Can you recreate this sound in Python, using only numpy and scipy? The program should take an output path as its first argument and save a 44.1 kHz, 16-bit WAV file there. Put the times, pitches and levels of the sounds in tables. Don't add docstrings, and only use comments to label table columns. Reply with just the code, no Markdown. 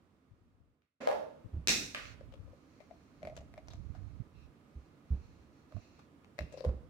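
import sys
import numpy as np
from scipy import signal
from scipy.fft import rfft, irfft, next_fast_len
from scipy.io import wavfile

SR = 44100
rng = np.random.default_rng(int(sys.argv[2]) if len(sys.argv) > 2 else 0)


def to_wav(sig):
    pcm = np.clip(np.atleast_2d(sig), -1, 1) * 32767
    pcm = np.round(pcm).astype(np.int16)
    wavfile.write(sys.argv[1], SR, pcm.T)


N = 304085
TIME = np.arange(N) / SR


# (frequency [Hz], level [dB])
AIR_COLOUR = [(15, -37), (25, -22.5), (86, -2), (122, -11.5), (144, -1.5), (178, -8.5), (289, -3.5),
              (368, -12.5), (433, -12.5), (848, -21.5), (1270, -19.5), (1570, -26), (2300, -28.5),
              (3000, -32), (15500, -49.5)]
OPENING_DB, FADE_END_S, FADE_POWER = -67, 0.88, 0.59
AIR_DB, AIR_START_S = -61.5, 1.005

# (time [s], level [dB], pitch [Hz], left minus right [dB])
FINGER_BUMPS = [(.308, -57.5, 97, 15), (0.597, -59.5, 76, 31), (1.444, -44, 102, 36),
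                (2.387, -45, 75.6, 18), (3.741, -47.5, 86.3, -1), (3.796, -41.5, 67.6, -25),
                (3.895, -39.5, 71, -37), (3.979, -44.5, 80, -30), (4.197, -38, 108.6, -27),
                (5.744, -40, 85.3, -23), (5.763, -40, 96, -30)]
# (start time [s], length [s], level [dB], left minus right [dB])
GRIP_SHIFTS = [(0.27, 0.48, -72.5, 18), (1.972, 0.36, -55.5, -20), (2.253, 0.29, -55, 13),
               (3.157, 0.52, -59.5, -4), (3.627, 0.66, -50, -23), (4.326, .2, -57, -20),
               (5.406, 0.8, -81, -17), (6.4, 0.99, -65, 16)]
# (frequency [Hz], level [dB])
GRIP_COLOUR = [(20, -22.5), (45, 6.5), (70, 8), (120, 1), (200, -13.5), (400, -32.5), (1000, -51),
               (16000, -94)]
BUMP_SWELL_S, GRIP_ROUNDNESS = 0.0082, 0.54

# (time [s], level [dB])
CLICKS = [(.82, -46.5), (1.9475, -1), (2.054, -19)]
# (frequency [Hz], level [dB])
CLICK_COLOUR = [(100, -27), (400, -14.5), (560, 1.5), (750, -13), (1200, -2.5), (2300, 0.5), (4000, -9.5),
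                (7000, -21.5), (16000, -36.5)]

# (frequency [Hz], level [dB])
DRAG_COLOUR = [(60, -66), (150, -21), (240, -2), (340, -16), (520, 4), (760, -14), (1200, -15), (2300, -16),
               (3200, -26.5), (4200, -27), (5000, -28.5), (7000, -33.5), (8000, -41), (16000, -54.5)]
DRAG_START_S, DRAG_END_S, DRAG_EDGE_S, DRAG_DB = 1.003, 1.08, 0.0093, -42.5

# (time [s], level [dB])
CLUNKS = [(1.073, 4.5), (1.088, 0), (1.113, -4.5), (1.128, -7.5)]
# (frequency [Hz], level [dB])
CLUNK_COLOUR = [(60, -36), (150, -34), (240, -16), (350, -15), (500, 2), (600, 7), (720, -6), (880, -6),
                (1300, -16.5), (2500, -25), (5500, -36), (8000, -44.5), (10000, -46.5), (16000, -52.5)]
# (frequency [Hz], level [dB], time to fall 60 dB [s])
CLUNK_MODES = [(555, -1, 0.17), (631, -4, 0.15), (688, -12.5, 0.45), (795, -8.5, 0.23), (897, -22, 0.81),
               (929, -15, .39), (1221, -17, 0.27), (1680, -22.5, 0.46)]

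# (time [s], level [dB], level of the frame's shudder [dB])
THUMPS = [(1.525, -34, -47.5), (1.561, -35, -60), (3.228, -54.5, -46), (3.379, -50, -52.5),
          (4.751, -42.5, -72), (5.103, -26, -46.5), (6.398, -37.5, -46), (6.659, -25.5, -39.5),
          (6.742, -42.5, -74)]
# (multiple of its pitch, level [dB])
SOFT_BLOW_MODES = [(.92, 1.5), (.4, -8.5), (.7, -11.5), (1.45, -11.5), (2.099, -15), (3.2, -26)]
# (frequency [Hz], level [dB])
SHUDDER_COLOUR = [(20, -3), (60, -3.5), (110, -0.5), (155, 8.5), (230, -4.5), (380, -4.5), (600, -11),
                  (1000, -18.5), (1500, -26.5), (2500, -33), (6000, -46), (16000, -65)]
THUMP_HZ, THUMP_SWELL_S = 70.18, 0.016
BLOW_SAG, SAG_S = 0.3, 0.018

# (time [s], level [dB])
CLACKS = [(1.6735, 2.5)]
# (frequency [Hz], level [dB])
CLACK_COLOUR = [(60, -10), (160, -12), (280, -3.5), (480, -7.5), (1100, -20.5), (1600, -8.5), (2050, -6),
                (2450, 1.5), (3100, -10), (3950, -0.5), (4700, -4.5), (5600, -2.5), (7500, -9),
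                (10000, -21), (16000, -26)]
# (frequency [Hz], level [dB], time to fall 60 dB [s])
CLACK_MODES = [(240, -1, .6), (2236, -2, .5), (2446, -2, .5), (2558, -3, .4), (3672, 0, .42),
               (3944, -2, .35), (3988, 1, .4), (4232, -3, .45), (4402, -2, .42), (4968, -1, .3),
               (5118, -3, .45), (5497, -2, .35), (5657, -2, .4), (6442, -3, .4), (7150, -4, .4)]

# (start time [s], length [s], level of the hiss [dB], level of the sole's ring [dB])
STROKES = [(1.954, 0.2, -60.5, -85), (2.302, 1.23, -79.5, -105), (3.588, 0.72, -81.5, -105),
           (4.33, 0.16, -88, -72.5), (4.629, 0.41, -84, -95), (5.026, 0.5, -78, -82),
           (5.498, 0.18, -79, -96.5), (5.67, .42, -74, -76), (6.483, 0.17, -80, -72)]
# (frequency [Hz], level [dB])
GLIDE_COLOUR = [(200, -31), (700, -18), (1500, 1), (2500, 9), (3200, -14), (4200, 9), (4900, -1.5),
                (5800, 3.5), (7200, -1.5), (9000, -42), (16000, -17)]
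# (frequency [Hz], level [dB])
SOLE_COLOUR = [(1500, -42), (2300, -7), (2520, 3), (2720, 5), (3100, -19), (3750, -6.5), (4100, -3.5),
               (4650, -18.5), (5500, -8), (6500, -23), (9000, -30)]
# (time [s], level [dB])
SOLE_KNOCKS = [(6.385, -54)]
RUB_POWER = 0.75
SOLE_T60_S, SOLE_RISE_S = 0.31, 0.0013

# (time [s], level of the ring [dB], level of the tick [dB], pitch of the tick [Hz], rattle's 60 dB fall [s])
CREAKS = [(2.209, -41.5, -66.5, 1800, 0.053), (2.324, -58.5, -65, 2800, 0.04),
          (2.339, -45, -59.5, 3020, 0.046), (2.477, -52.5, -80, 1200, 0.12), (2.532, -48, -82, 1190, .1),
          (2.804, -47, -62, 2200, 0.096), (2.91, -40, -70.5, 2215, 0.046), (3.23, -34, -56, 2240, 0.039),
          (3.251, -34, -54.5, 2200, 0.055), (3.272, -31.5, -53, 2200, 0.049),
          (3.298, -39.5, -64, 2190, .03), (3.324, -41.5, -77, 2200, .03), (3.366, -53, -52, 6760, 0.064),
          (3.376, -42, -53.5, 2900, 0.029), (3.413, -46, -72, 2170, 0.033),
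          (3.54, -51.5, -58.5, 2150, 0.015), (3.578, -39, -58, 2190, 0.061),
          (3.684, -58, -54.5, 6000, 0.032), (3.706, -63, -56.5, 3810, .18), (3.735, -50, -58, 6200, 0.04),
          (3.95, -48.5, -60, 1440, 0.14), (5.723, -50, -62, 1220, 0.045), (5.766, -44.5, -64, 1240, 0.05),
          (5.992, -80, -60, 1203, 0.083), (6.246, -81, -63.5, 2500, 0.012),
          (6.3895, -30.5, -40.5, 1950, 0.024), (6.525, -52.5, -57, 7400, 0.097),
          (6.54, -34, -67, 6000, 0.022), (6.574, -37.5, -52.5, 4950, 0.26), (6.607, -34, -56, 4500, 0.012),
          (6.641, -35, -52.5, 1010, 0.15), (6.649, -24, -46, 920, 0.042), (6.692, -34, -60, 1110, .03)]
# (multiple of its pitch, level [dB], time to fall 60 dB [s])
SHELL_MODES = [(1, 5.5, .021), (.76, -38, 0.13), (1.2, -29, 0.079), (1.7, -18, 0.014), (3.4, -45, 0.012)]
# (frequency [Hz], level [dB])
TICK_COLOUR = [(200, 9.5), (900, 10.5), (1400, 4), (2100, 3.5), (3000, -1.5), (4200, -1), (5200, -3),
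               (7200, -10.5), (9000, -15.5), (16000, -24)]
# (time [s], left minus right [dB], pitch of the shell [Hz])
IRON_PATH = [(2.2, 14, 545), (2.55, 15.5, 548), (2.9, 20.5, 655), (3.25, 3.5, 620), (3.95, 0.5, 700),
             (5.75, -5, 642), (6.39, 8, 604), (6.6, 16, 536), (6.66, -0.5, 526)]
TICK_PEAK_DB, TICK_OCTAVES, SHORT_SLIP_S = 11, 0.33, 0.035
LEAD_S, LEAD_DROP_DB = 0.0068, 15.5
SETTLE_GAP_S, SETTLE_DROP_DB, SETTLE_FADE_DB = 0.016, 11.5, 6
SLIP_SPREAD_OCTAVES = 0.026

# (frequency [Hz], likeness from 0 to 1)
LIKENESS = [(60, .55), (130, 0.94), (290, .85), (640, 0.41), (1400, 0.022), (16000, 0)]
# (frequency [Hz], left minus right [dB])
BALANCE = [(60, -3), (200, -5.5), (400, -3.5), (1300, -6), (2400, -4), (4400, -0.5), (16000, -1)]
# (delay [s], level [dB])
WALL_ECHOES = [(0.0099, 13), (0.0141, -13), (0.0182, 10.5), (.0268, -3.5), (.030, 4)]
# (frequency [Hz], time to fall 60 dB [s])
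ROOM_T60 = [(100, 0.93), (260, 0.72), (700, 0.51), (1400, 0.51), (2400, 0.47), (5000, 0.49), (12000, 0.49)]
# (left delay [s], right delay [s], level [dB])
NEAR_ECHOES = [(.0029, 0.0019, -23.5), (.0043, .00427, -16.5)]
NEAR_LOW_HZ = 1400
LOW_CUT_HZ, CUTOFF_HZ = 30, 15900


def from_db(db):
    return 10 ** (np.asarray(db) / 20)


def at_hz(points, hz):
    f, value = np.transpose(points)
    return np.interp(np.log(np.maximum(hz, 1)), np.log(f), value)


def panned(db):
    gains = from_db(np.array([[db], [-db]]) / 2)
    return gains / np.sqrt(np.mean(gains ** 2))


def add(out, s, sound):
    part = out[:, round(s * SR):][:, :sound.shape[-1]]
    part += sound[..., :part.shape[1]]


def noise(colour, size=N):
    fft_size = next_fast_len(size)
    hz = np.fft.rfftfreq(fft_size, 1 / SR)
    mid, side = rfft(rng.standard_normal((2, fft_size)))
    alike = np.clip(at_hz(LIKENESS, hz), -1, 1)
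    sign = np.array([[1], [-1]])
    pair = np.sqrt(1 + alike) * mid + np.sqrt(1 - alike) * side * sign
    gains = from_db(at_hz(colour, hz) + sign * at_hz(BALANCE, hz) / 2)
    x = irfft(pair * gains, fft_size)[:, :size]
    return x / np.sqrt(np.mean(x ** 2))


def impact(colour, size=2048):
    hz = np.fft.rfftfreq(size, 1 / SR)
    cepstrum = irfft(np.log(from_db(at_hz(colour, hz))))
    cepstrum[1:size // 2] *= 2
    cepstrum[size // 2 + 1:] = 0
    click = irfft(np.exp(rfft(cepstrum)))
    return click / np.sqrt(np.sum(click ** 2))


def contact(t60, spike_db, size=4096):
    burst = rng.standard_normal((2, size)) * from_db(-60 * TIME[:size] / t60)
    burst /= np.sqrt(np.sum(burst ** 2, axis=1, keepdims=True))
    burst[[0, 1], rng.integers(0, 24, 2)] += from_db(spike_db)
    return burst / np.sqrt(np.sum(burst ** 2, axis=1, keepdims=True))


def soft_blow(hz, swell_s, size=16384):
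    t = TIME[:size]
    envelope = (t / swell_s) ** 1.43 * np.exp(1.3 * (1 - t / swell_s))
    cycles = hz * (t + BLOW_SAG * SAG_S * (1 - np.exp(-t / SAG_S)))
    modes = 0
    for multiple, db in SOFT_BLOW_MODES:
        modes = modes + from_db(db) * np.sin(2 * np.pi * (cycles * multiple + rng.random()))
    return envelope * modes


def swing(start, length, power):
    speed = np.sin(np.pi * np.clip((TIME - start) / length, 0, 1))
    return np.maximum(speed, 1e-12) ** power


def waver(per_s, depth_db):
    steps = rng.standard_normal(512)
    return from_db(depth_db * np.interp(TIME * per_s, np.arange(len(steps)), steps))


def room_response(echo_db, build_s, size=40960):
    t, hz = TIME[:size], np.fft.rfftfreq(size, 1 / SR)
    white = rfft(noise([(20, 0), (20000, 0)], size=size))
    centres, t60s = np.transpose(ROOM_T60)
    out = 0
    for share, t60 in zip(np.eye(len(centres)), t60s):
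        band = irfft(white * at_hz(np.c_[centres, share], hz))
        out = out + band * from_db(-60 * t / t60)
    out = out * (1 - np.exp(-(t / build_s) ** 2))
    out /= np.sqrt(np.sum(out ** 2) / 2)
    for delay, db in WALL_ECHOES:
        arrival = ((delay + rng.uniform(-0.0003, 0.00012, 2)) * SR).astype(int)
        out[[0, 1], arrival] += from_db(db + echo_db)
    return out / np.sqrt(np.sum(out ** 2) / 2)


def in_room(x, room, wet_db):
    return from_db(wet_db) * signal.fftconvolve(x, room, axes=1)[:, :N]


def far_blows(blows, colour, room, direct_db, wet_db, contact_t60):
    direct, drive = np.zeros((2, N)), np.zeros((2, N))
    click = impact(colour)
    for s, db in blows:
        phase = np.angle(rfft(contact(contact_t60, spike_db=-12)))
        spread = irfft(np.exp(1j * phase))[:, :2048]
        blow = from_db(db) * signal.fftconvolve(spread, click[None], axes=1)
        add(direct, s, blow)
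        add(drive, s, blow * panned(-0.44))
    return from_db(direct_db) * direct + in_room(drive, room, wet_db)


def ringing(blows, modes, level_db, size=32768):
    out, t = np.zeros((2, N)), TIME[:size]
    s, blow_db = blows[0]
    onset = 1 - np.exp(-t / 0.0075)
    for hz, db, t60 in modes:
        port_shift = np.array([[0], [rng.choice([-1, 1]) * np.pi / 2]])
        phase = 2 * np.pi * rng.random() + port_shift
        decay = from_db(level_db + blow_db + db - 60 * t / t60)
        add(out, s, decay * onset * np.sin(2 * np.pi * hz * t + phase))
    return out * panned(-2.1)


def room_tone():
    fade = np.clip(1 - TIME / FADE_END_S, 0.005, 1) ** FADE_POWER
    level = np.where(TIME < AIR_START_S, from_db(OPENING_DB) * fade, from_db(AIR_DB))
    return level * noise(AIR_COLOUR)


def handling(bump_db, rumble_db):
    shifting = 0
    for s, length, db, pan in GRIP_SHIFTS:
        shifting = shifting + from_db(db + rumble_db) * swing(s, length, GRIP_ROUNDNESS) * panned(pan)
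    out = shifting * np.array([noise(GRIP_COLOUR)[1], noise(GRIP_COLOUR)[1]])
    for s, db, hz, pan in FINGER_BUMPS:
        add(out, s, from_db(db + bump_db) * soft_blow(hz, BUMP_SWELL_S) * panned(pan))
    return out


def dull_clicks(room):
    return far_blows(CLICKS, CLICK_COLOUR, room, direct_db=-9, wet_db=-7.5, contact_t60=0.0148)


def wood_drag():
    held = np.clip(np.minimum(TIME - DRAG_START_S, DRAG_END_S - TIME) / DRAG_EDGE_S, 0, 1)
    return from_db(DRAG_DB) * held * noise(DRAG_COLOUR)


def wooden_clunk(room):
    blows = far_blows(CLUNKS, CLUNK_COLOUR, room, direct_db=-2, wet_db=-1.5, contact_t60=0.013)
    return blows + ringing(CLUNKS, CLUNK_MODES, level_db=-31.5)


def board_thumps(level_db, pan_db):
    out = np.zeros((2, N))
    for s, db, _ in THUMPS:
        add(out, s, from_db(db + level_db) * soft_blow(THUMP_HZ, THUMP_SWELL_S) * panned(pan_db))
    return out


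def frame_shudder(t60, swell_s):
    power = np.zeros(N)
    for s, _, db in THUMPS:
        since = np.maximum(TIME - s, 0)
        level = from_db(db - 60 * since / t60) * (1 - np.exp(-since / swell_s))
        power += level ** 2
    return np.sqrt(power) * noise(SHUDDER_COLOUR)


def hard_clack(room):
    blow = far_blows(CLACKS, CLACK_COLOUR, room, direct_db=-5.5, wet_db=6.0, contact_t60=0.005)
    return blow + ringing(CLACKS, CLACK_MODES, level_db=-44.5)


def cloth_glide(level_db, fibres_per_s, fibre_db):
    rubbing = sum(from_db(db + level_db) * swing(s, length, RUB_POWER) for s, length, db, _ in STROKES)
    catches = (rng.random((2, N)) < fibres_per_s / SR) * rng.standard_normal((2, N))
    crackle = signal.fftconvolve(catches, impact(GLIDE_COLOUR)[None], axes=1)[:, :N]
    return rubbing * (noise(GLIDE_COLOUR) + from_db(fibre_db) * crackle)


def sole_ring():
    level = sum(from_db(db) * swing(s, length, RUB_POWER) for s, length, _, db in STROKES)
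    for s, db in SOLE_KNOCKS:
        since = np.maximum(TIME - s, 0)
        level = level + from_db(db - 60 * since / SOLE_T60_S) * (1 - np.exp(-since / SOLE_RISE_S))
    return level * noise(SOLE_COLOUR)


def slips(count=2):
    for s, ring_db, tick_db, tick_hz, rattle_t60 in CREAKS:
        lead = LEAD_S * rng.uniform(0.5, 1.7)
        yield s - lead, ring_db - LEAD_DROP_DB, tick_db - LEAD_DROP_DB, tick_hz, rattle_t60
        yield s, ring_db, tick_db, tick_hz, rattle_t60
        waits = np.cumsum(SETTLE_GAP_S * rng.uniform(0.5, 1.4, count))
        for k, wait in enumerate(waits):
            loss = SETTLE_DROP_DB + k * SETTLE_FADE_DB
            yield s + wait, ring_db - loss, tick_db - loss, tick_hz, rattle_t60


def shell_ring(hz, late, rise_s):
    body = 0
    for (multiple, db, t60), luck_db in zip(SHELL_MODES, rng.normal(0, 1, len(SHELL_MODES))):
        decay = from_db(db + luck_db - 60 * late / t60)
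        body = body + decay * np.sin(2 * np.pi * hz * multiple * late)
    return body * (1 - np.exp(-late / rise_s))


def shell_tick(tick_hz, rattle_t60, spike_db, size):
    grid = np.geomspace(100, SR / 2, num=80)
    peak = TICK_PEAK_DB * np.exp(-(np.log2(grid / tick_hz) / TICK_OCTAVES) ** 2)
    click = impact(np.c_[grid, at_hz(TICK_COLOUR, grid) + peak])
    snap_db = spike_db - 20 * np.log10(rattle_t60 / SHORT_SLIP_S)
    return signal.fftconvolve(contact(rattle_t60, snap_db), click[None], axes=1)[:, :size]


def shell_creaks(body_gain_db, tick_gain_db, rise_s, spike_db, lag_s, size=4096):
    out = np.zeros((2, N))
    late = np.maximum(TIME[:size] - np.array([[lag_s], [0]]), 0)
    when, pans, pitches = np.transpose(IRON_PATH)
    for s, ring_db, tick_db, tick_hz, rattle_t60 in slips():
        pan = np.interp(s, when, pans)
        hz = np.interp(s, when, pitches) * 2 ** rng.normal(0, SLIP_SPREAD_OCTAVES)
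        ring = from_db(ring_db + body_gain_db) * shell_ring(hz, late, rise_s)
        tick = from_db(tick_db + tick_gain_db) * shell_tick(tick_hz, rattle_t60, spike_db, size)
        add(out, s, ring * panned(pan / 2 - 2) + tick * panned(pan))
    return out


def scene():
    room = room_response(echo_db=-21.5, build_s=0.015)
    near_hand = room_tone() + handling(bump_db=3.5, rumble_db=2)
    far = dull_clicks(room) + wood_drag() + wooden_clunk(room) + hard_clack(room)
    thumps = board_thumps(level_db=0, pan_db=-3.5) + frame_shudder(t60=0.4, swell_s=0.016)
    cloth = cloth_glide(level_db=1, fibres_per_s=40, fibre_db=7) + sole_ring()
    cloth *= waver(per_s=30, depth_db=1.2)
    creaks = shell_creaks(body_gain_db=10.5, tick_gain_db=27.0, rise_s=0.0077, spike_db=3, lag_s=0.0001)
    iron = thumps + in_room(thumps, room, wet_db=-19) + creaks + in_room(creaks, room, wet_db=-13.0)
    return near_hand + far + cloth + iron


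def record(dry):
    bright = signal.sosfilt(signal.butter(2, NEAR_LOW_HZ, "high", fs=SR, output="sos"), dry)
    heard = signal.sosfilt(signal.butter(2, LOW_CUT_HZ, "high", fs=SR, output="sos"), dry)
    for *delays, db in NEAR_ECHOES:
        echo = [np.pad(port, (round(delay * SR), 0))[:N] for port, delay in zip(bright, delays)]
        heard += from_db(db) * np.array(echo)
    return signal.sosfilt(signal.ellip(10, 0.2, 80, CUTOFF_HZ, fs=SR, output="sos"), heard)


dry = scene()
out = record(dry)
to_wav(out)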